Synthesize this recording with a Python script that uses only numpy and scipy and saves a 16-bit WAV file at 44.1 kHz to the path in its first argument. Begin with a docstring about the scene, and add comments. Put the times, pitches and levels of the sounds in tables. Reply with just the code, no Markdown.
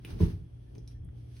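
"""A wooden stair booms under a heavy step: someone on crutches comes down in a quiet house.
A crutch clacks as it takes the weight, its metal tube ringing. A socked foot brushes the tread,
then lands in soft pushes that drive the modes of the hollow staircase; the treads flex and rumble.
The crutches tick and faintly squeak as they unload. Step and crutches echo in the stairwell.
Clothes rustle over ventilation rumble and mains hum."""
import sys
import numpy as np
from scipy import signal
from scipy.fft import rfft, irfft
from scipy.io import wavfile

SR = 44100
rng = np.random.default_rng(int(sys.argv[2]) if len(sys.argv) > 2 else 0)


def bounce(signal):
    """Save signal as a 16-bit WAV file at the path given by the first command-line argument."""
    frames = np.transpose(np.atleast_2d(signal))
    limited = np.clip(frames, -1, 1)
    pcm = np.round(limited * 32767).astype(np.int16)
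    wavfile.write(sys.argv[1], SR, pcm)


N = 61739

# pushes on the tread: t/s, level/dB, contact/s
PUSHES = [(.049, -29.5, 0.0021), (0.102, -20, 0.007), (0.125, -11.5, 0.0091), (0.2042, -14.5, 0.0011),
          (.2087, -2, 0.0034), (0.2179, 2, 0.0089), (0.2311, 2.5, 0.005), (0.2463, -5.5, 0.0051),
          (0.2805, -5.5, 0.00605), (0.3352, -11, 0.0079), (.412, -20.5, 0.0061), (0.7534, -39.5, 0.0015),
          (0.781, -32.5, 0.0026)]
# staircase modes: f/Hz, level/dB, t60/s, left minus right/dB
STAIR_MODES = [(48.9, 0.5, 0.32, -2), (93.3, -4.5, 0.2, 1), (108.4, -3, 0.2, 2), (168.4, 3, .14, -6.5),
               (207, -13, 0.28, 5.5), (290, -11.5, 0.17, -1), (335.1, 2, 0.25, -4), (380.7, -5, 0.14, 11.5),
               (423.6, -3.5, 0.23, 4.5), (605, -25, 0.22, -20.5), (920, -11.5, 0.24, 9),
               (985, -8, 0.084, -14)]
# tread flex envelope: t/s, level/dB
FLEX_ENVELOPE = [(0, -47.5), (.09, -50.5), (.15, -37), (.19, -51.5), (.3, -46), (.42, -40.5), (.48, -55),
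                 (.92, -59.5), (.98, -49), (1.05, -40), (1.12, -48), (1.4, -72)]
# tread flex spectrum: f/Hz, level/dB
FLEX_SPECTRUM = [(25, -26.5), (42, 6), (55, -6.5), (88, -1), (120, -12.5), (170, -12.5), (260, -51),
                 (1000, -103)]
# crutch clack, then ticks: t/s, level/dB, centre/Hz, width/Hz, relative ring/dB, relative crack/dB
CRUTCH_KNOCKS = [(0.0487, -39, 2610, 780, -9.5, -4), (0.192, -56.5, 3500, 4000, -12, -16),
                 (0.7517, -57, 4800, 2940, -21, -9), (0.7564, -57.5, 1160, 1850, -24, -9),
                 (.782, -54.5, 5200, 1500, -22, -12.5), (0.8765, -46.5, 4970, 1900, -21.5, -16),
                 (.878, -55, 9800, 2190, -32, -28), (1.048, -60.5, 9800, 3500, -35, -15),
                 (1.089, -61.5, 1390, 400, -26, -22), (1.3668, -54.5, 3250, 3600, -19.5, -11)]
# metal tube modes: f/Hz, level/dB, t60/s
TUBE_MODES = [(1760, -11, .1), (2074, -8, 0.055), (2390, -3.5, .11), (2485, -6, 0.046), (2540, -19, 0.089),
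              (3400, -10, 0.072), (4040, -10, .05)]
# squeaks of the turning tube: t/s, length/s, level/dB
TUBE_SQUEAKS = [(.655, .065, -74), (.94, .035, -75)]
# sock scuffs: peak t/s, rise/s, fall/s, level/dB
SOCK_SCUFFS = [(0.106, 0.037, 0.036, -50), (0.181, 0.073, 0.028, -61), (0.209, 0.011, 0.044, -45.5),
               (.236, 0.024, 0.049, -48.5), (.305, 0.03, .035, -56)]
# sock friction spectrum: f/Hz, level/dB
SOCK_SPECTRUM = [(100, 6.5), (350, 9), (560, 3.5), (950, 1.5), (1500, -1.5), (2800, -4), (5500, -7),
                 (8000, -15), (11000, -11), (16000, -16)]
# cloth rustle envelope: t/s, level/dB
RUSTLE_ENVELOPE = [(0, -100), (.38, -77), (.48, -81), (.72, -77.5), (.78, -75), (.85, -82), (.92, -68.5),
                   (1.0, -103), (1.12, -85), (1.18, -74), (1.27, -76), (1.37, -66), (1.4, -64.5)]
# cloth rustle spectrum: f/Hz, level/dB
RUSTLE_SPECTRUM = [(200, 5.5), (800, -5), (1600, 3.5), (3200, 4), (5500, 2), (8000, -4.5), (11000, 0.5),
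                   (16000, -18.5)]
# dull rubbing envelope: t/s, level/dB
RUB_ENVELOPE = [(0, -65), (.08, -56), (.17, -47), (.33, -50.5), (.45, -73), (.58, -103), (.70, -63.5),
                (.78, -52), (.88, -71), (1.0, -65.5), (1.2, -62), (1.4, -66.5)]
# dull rubbing spectrum: f/Hz, level/dB
RUB_SPECTRUM = [(60, -22), (170, 2), (270, 4.5), (430, 0), (540, -13), (850, -13.5), (1300, -59),
                (5000, -62)]
# ventilation spectrum: f/Hz, level/dB
VENT_SPECTRUM = [(20, -24), (33, -17.5), (45, -2), (62, -0.5), (85, -3.5), (120, -5.5), (160, -14.5),
                 (195, -22), (270, -17.5), (420, -26.5), (560, -29.5), (1000, -42), (2900, -49.5),
                 (3350, -41), (3750, -64.5), (10000, -57.5), (16000, -76)]
# mains hum: f/Hz, rms level/dB
HUM_TONES = [(118.3, -49.5), (59.5, -54)]
# stairwell decay: f/Hz, t60/s
STAIRWELL_T60 = [(80, 0.13), (300, 0.5), (1000, 0.16), (3000, 0.44), (6000, 0.44), (15000, 0.17)]
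# left-right likeness of noise: f/Hz, correlation
STEREO_CORRELATION = [(30, 0.91), (95, 0.98), (170, 0.78), (300, 0.53), (550, -0.63), (1200, -0.23),
                      (4000, 0.11), (9000, -0.014), (14000, 0.17)]
# microphone dips: f/Hz, half width/Hz, depth/dB
MIC_DIPS = [(7283, 710, 22), (13300, 1230, 38)]


def stair(give_db=-5, give_s=0.0049, boom_db=-20, echo_db=-18.5):
    """Soft pushes press the tread down and ring the hollow staircase; it flexes under the load."""
    t, force = np.arange(SR) / SR, np.zeros(N)
    for start_s, db, contact_s in PUSHES:
        u = 4 * t / contact_s
        push = u ** 2 * np.exp(-2 * u)
        add(force, start_s, amp(db) * push / push.sum())
    give = amp(give_db) * (1 - t / give_s) * np.exp(-t / give_s)
    response = []
    for side in (1, -1):
        modes = [(hz, db + side * pan_db / 2, t60_s) for hz, db, t60_s, pan_db in STAIR_MODES]
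        response.append(give + ring(modes, t))
    boom = -amp(boom_db) * signal.fftconvolve(force[None], np.array(response), axes=1)[:, :N]
    flex = envelope(FLEX_ENVELOPE) * noise(FLEX_SPECTRUM)
    return boom + amp(echo_db) * stairwell(boom.mean(0)) + flex


def crutches(right_lag_samples=1, echo_db=-1.5):
    """Knocks and squeaks, direct and off the stairwell walls."""
    direct = knocks() + squeaks()
    return np.array([direct, np.roll(direct, right_lag_samples)]) + amp(echo_db) * stairwell(direct)


def knocks(chatter_s=0.001, crack_s=0.0026):
    """Loose crutch parts chatter with a bright crack; the metal tube rings on."""
    t, out = np.arange(SR // 4) / SR, np.zeros(N)
    tube = ring(TUBE_MODES, t)
    decay = np.exp(-t / chatter_s)
    for start_s, db, centre_hz, width_hz, tube_db, crack_db in CRUTCH_KNOCKS:
        top_hz = min(np.hypot(centre_hz, width_hz / 2) + width_hz / 2, SR * .45)
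        band = signal.butter(2, [max(top_hz - width_hz, 100), top_hz], "band", fs=SR, output="sos")
        chatter, crack = rng.standard_normal((2, len(t)))
        chatter = signal.sosfilt(band, chatter)[::-1] * decay  # reversed: no filter rise at onset
        chatter *= np.linalg.norm(decay) / np.linalg.norm(chatter)
        crack = unit(np.diff(crack, prepend=0)) * np.exp(-t / crack_s)
        add(out, start_s, amp(db) * (chatter + amp(crack_db) * crack + amp(tube_db) * tube))
    return out


def squeaks(pitch_hz=1765, waver=.024, slips_per_s=400):
    """The tube squeaks as it turns; slips jitter the pitch."""
    out = np.zeros(N)
    for start_s, length_s, db in TUBE_SQUEAKS:
        t = np.arange(0, length_s, 1 / SR)
        cycles = np.cumsum(pitch_hz * (1 + waver * jitter(t, slips_per_s))) / SR
        swell = np.sin(np.pi * t / length_s) ** 2
        add(out, start_s, amp(db) * swell * np.sin(2 * np.pi * cycles))
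    return out


def sock():
    """Grainy swishes swell and fade as the foot slides and settles."""
    t, power = np.arange(N) / SR, np.zeros(N)
    for peak_s, rise_s, fall_s, db in SOCK_SCUFFS:
        swell = np.exp(np.minimum((t - peak_s) / rise_s, (peak_s - t) / fall_s))
        power += (amp(db) * swell) ** 2
    return np.sqrt(power) * noise(SOCK_SPECTRUM) * fibre_grain()


def clothes():
    """Bright cloth rustle and dull rubbing as the weight shifts."""
    rustle = envelope(RUSTLE_ENVELOPE) * noise(RUSTLE_SPECTRUM) * fibre_grain()
    rub = envelope(RUB_ENVELOPE) * noise(RUB_SPECTRUM)
    return rustle + rub


def fibre_grain(depth_db=1.5, grains_per_s=2500):
    """Fast uneven gain of fibres catching and letting go."""
    return unit(amp(-depth_db * jitter(np.arange(N) / SR, grains_per_s)))


def stairwell(x, early_db=6.5, early_s=0.014, onset_s=0.0015, low_cut_hz=156):
    """Stereo echo: strong near walls, then a tail with a t60 per band."""
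    hz, t, bands = signal.stft(rng.standard_normal((2, SR // 2)), SR, nperseg=256)
    decay = np.exp(-np.log(1000) * t / at_hz(STAIRWELL_T60, hz)[:, None])
    near_walls = 1 + amp(early_db) * np.exp(-t / early_s)
    tail = signal.istft(bands * decay * near_walls, SR, nperseg=256)[1]
    tail *= np.minimum(np.arange(tail.shape[1]) / SR / onset_s, 1)
    tail = signal.sosfilt(signal.butter(2, low_cut_hz, "high", fs=SR, output="sos"), tail)
    return signal.fftconvolve(x[None], tail / np.linalg.norm(tail[0]), axes=1)[:, :N]


def house(vent_db=-50):
    """Ventilation rumble and mains hum."""
    t = np.arange(N) / SR
    hum = sum(amp(db) * np.sin(2 * np.pi * (hz * t + rng.random())) for hz, db in HUM_TONES)
    return amp(vent_db) * noise(VENT_SPECTRUM) + np.sqrt(2) * hum


def amp(db):
    """dB to gain."""
    return 10 ** (np.asarray(db) / 20)


def unit(x):
    """Scale to rms 1."""
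    return x / np.sqrt(np.mean(x ** 2) + 1e-20)


def at_hz(table, hz):
    """Interpolate over log frequency."""
    table_hz, values = np.transpose(table)
    return np.interp(np.log(hz + 1), np.log(table_hz + 1), values)


def envelope(table):
    """Gain curve from t/s, level/dB."""
    return amp(np.interp(np.arange(N) / SR, *np.transpose(table)))


def jitter(t, rate_hz):
    """Gaussian values at rate_hz, joined by lines."""
    return np.interp(t * rate_hz, np.arange(N), rng.standard_normal(N))


def add(mix, start_s, sound):
    """Mix in at start_s."""
    part = mix[max(round(start_s * SR), 0):][:len(sound)]
    part += sound[:len(part)]


def noise(spectrum):
    """Coloured stereo noise, rms 1; channels alike in the bass, nearly unrelated in the treble."""
    hz = np.fft.rfftfreq(N, 1 / SR)
    left, spare = rfft(rng.standard_normal((2, N)))
    correlation = np.clip(at_hz(STEREO_CORRELATION, hz), -1, 1)
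    right = correlation * left + np.sqrt(1 - correlation ** 2) * spare
    return unit(irfft(np.array([left, right]) * amp(at_hz(spectrum, hz)), N))


def ring(modes, t):
    """Sum of damped sines."""
    return sum(amp(db) * np.exp(-np.log(1000) * t / t60_s) * np.sin(2 * np.pi * hz * t)
               for hz, db, t60_s in modes)


def scene():
    """All sources at the foot of the stairs."""
    return stair() + crutches() + sock() + clothes() + house()


def record(dry, low_cut_hz=46.8, band_limit_hz=15950):
    """Microphone: two narrow treble dips, bass roll-off, band limit."""
    hz = np.fft.rfftfreq(2 * N, 1 / SR)
    dips_db = sum(db * np.exp(-2 * ((hz - dip_hz) / half_hz) ** 2) for dip_hz, half_hz, db in MIC_DIPS)
    coloured = irfft(rfft(dry, 2 * N) * amp(-dips_db))[:, :N]
    coloured = signal.sosfilt(signal.butter(4, low_cut_hz, "high", fs=SR, output="sos"), coloured)
    lowpass = signal.firwin(511, band_limit_hz, window=("kaiser", 9), fs=SR)
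    return signal.oaconvolve(coloured, lowpass[None], "same")


dry = scene()
out = record(dry)
bounce(out)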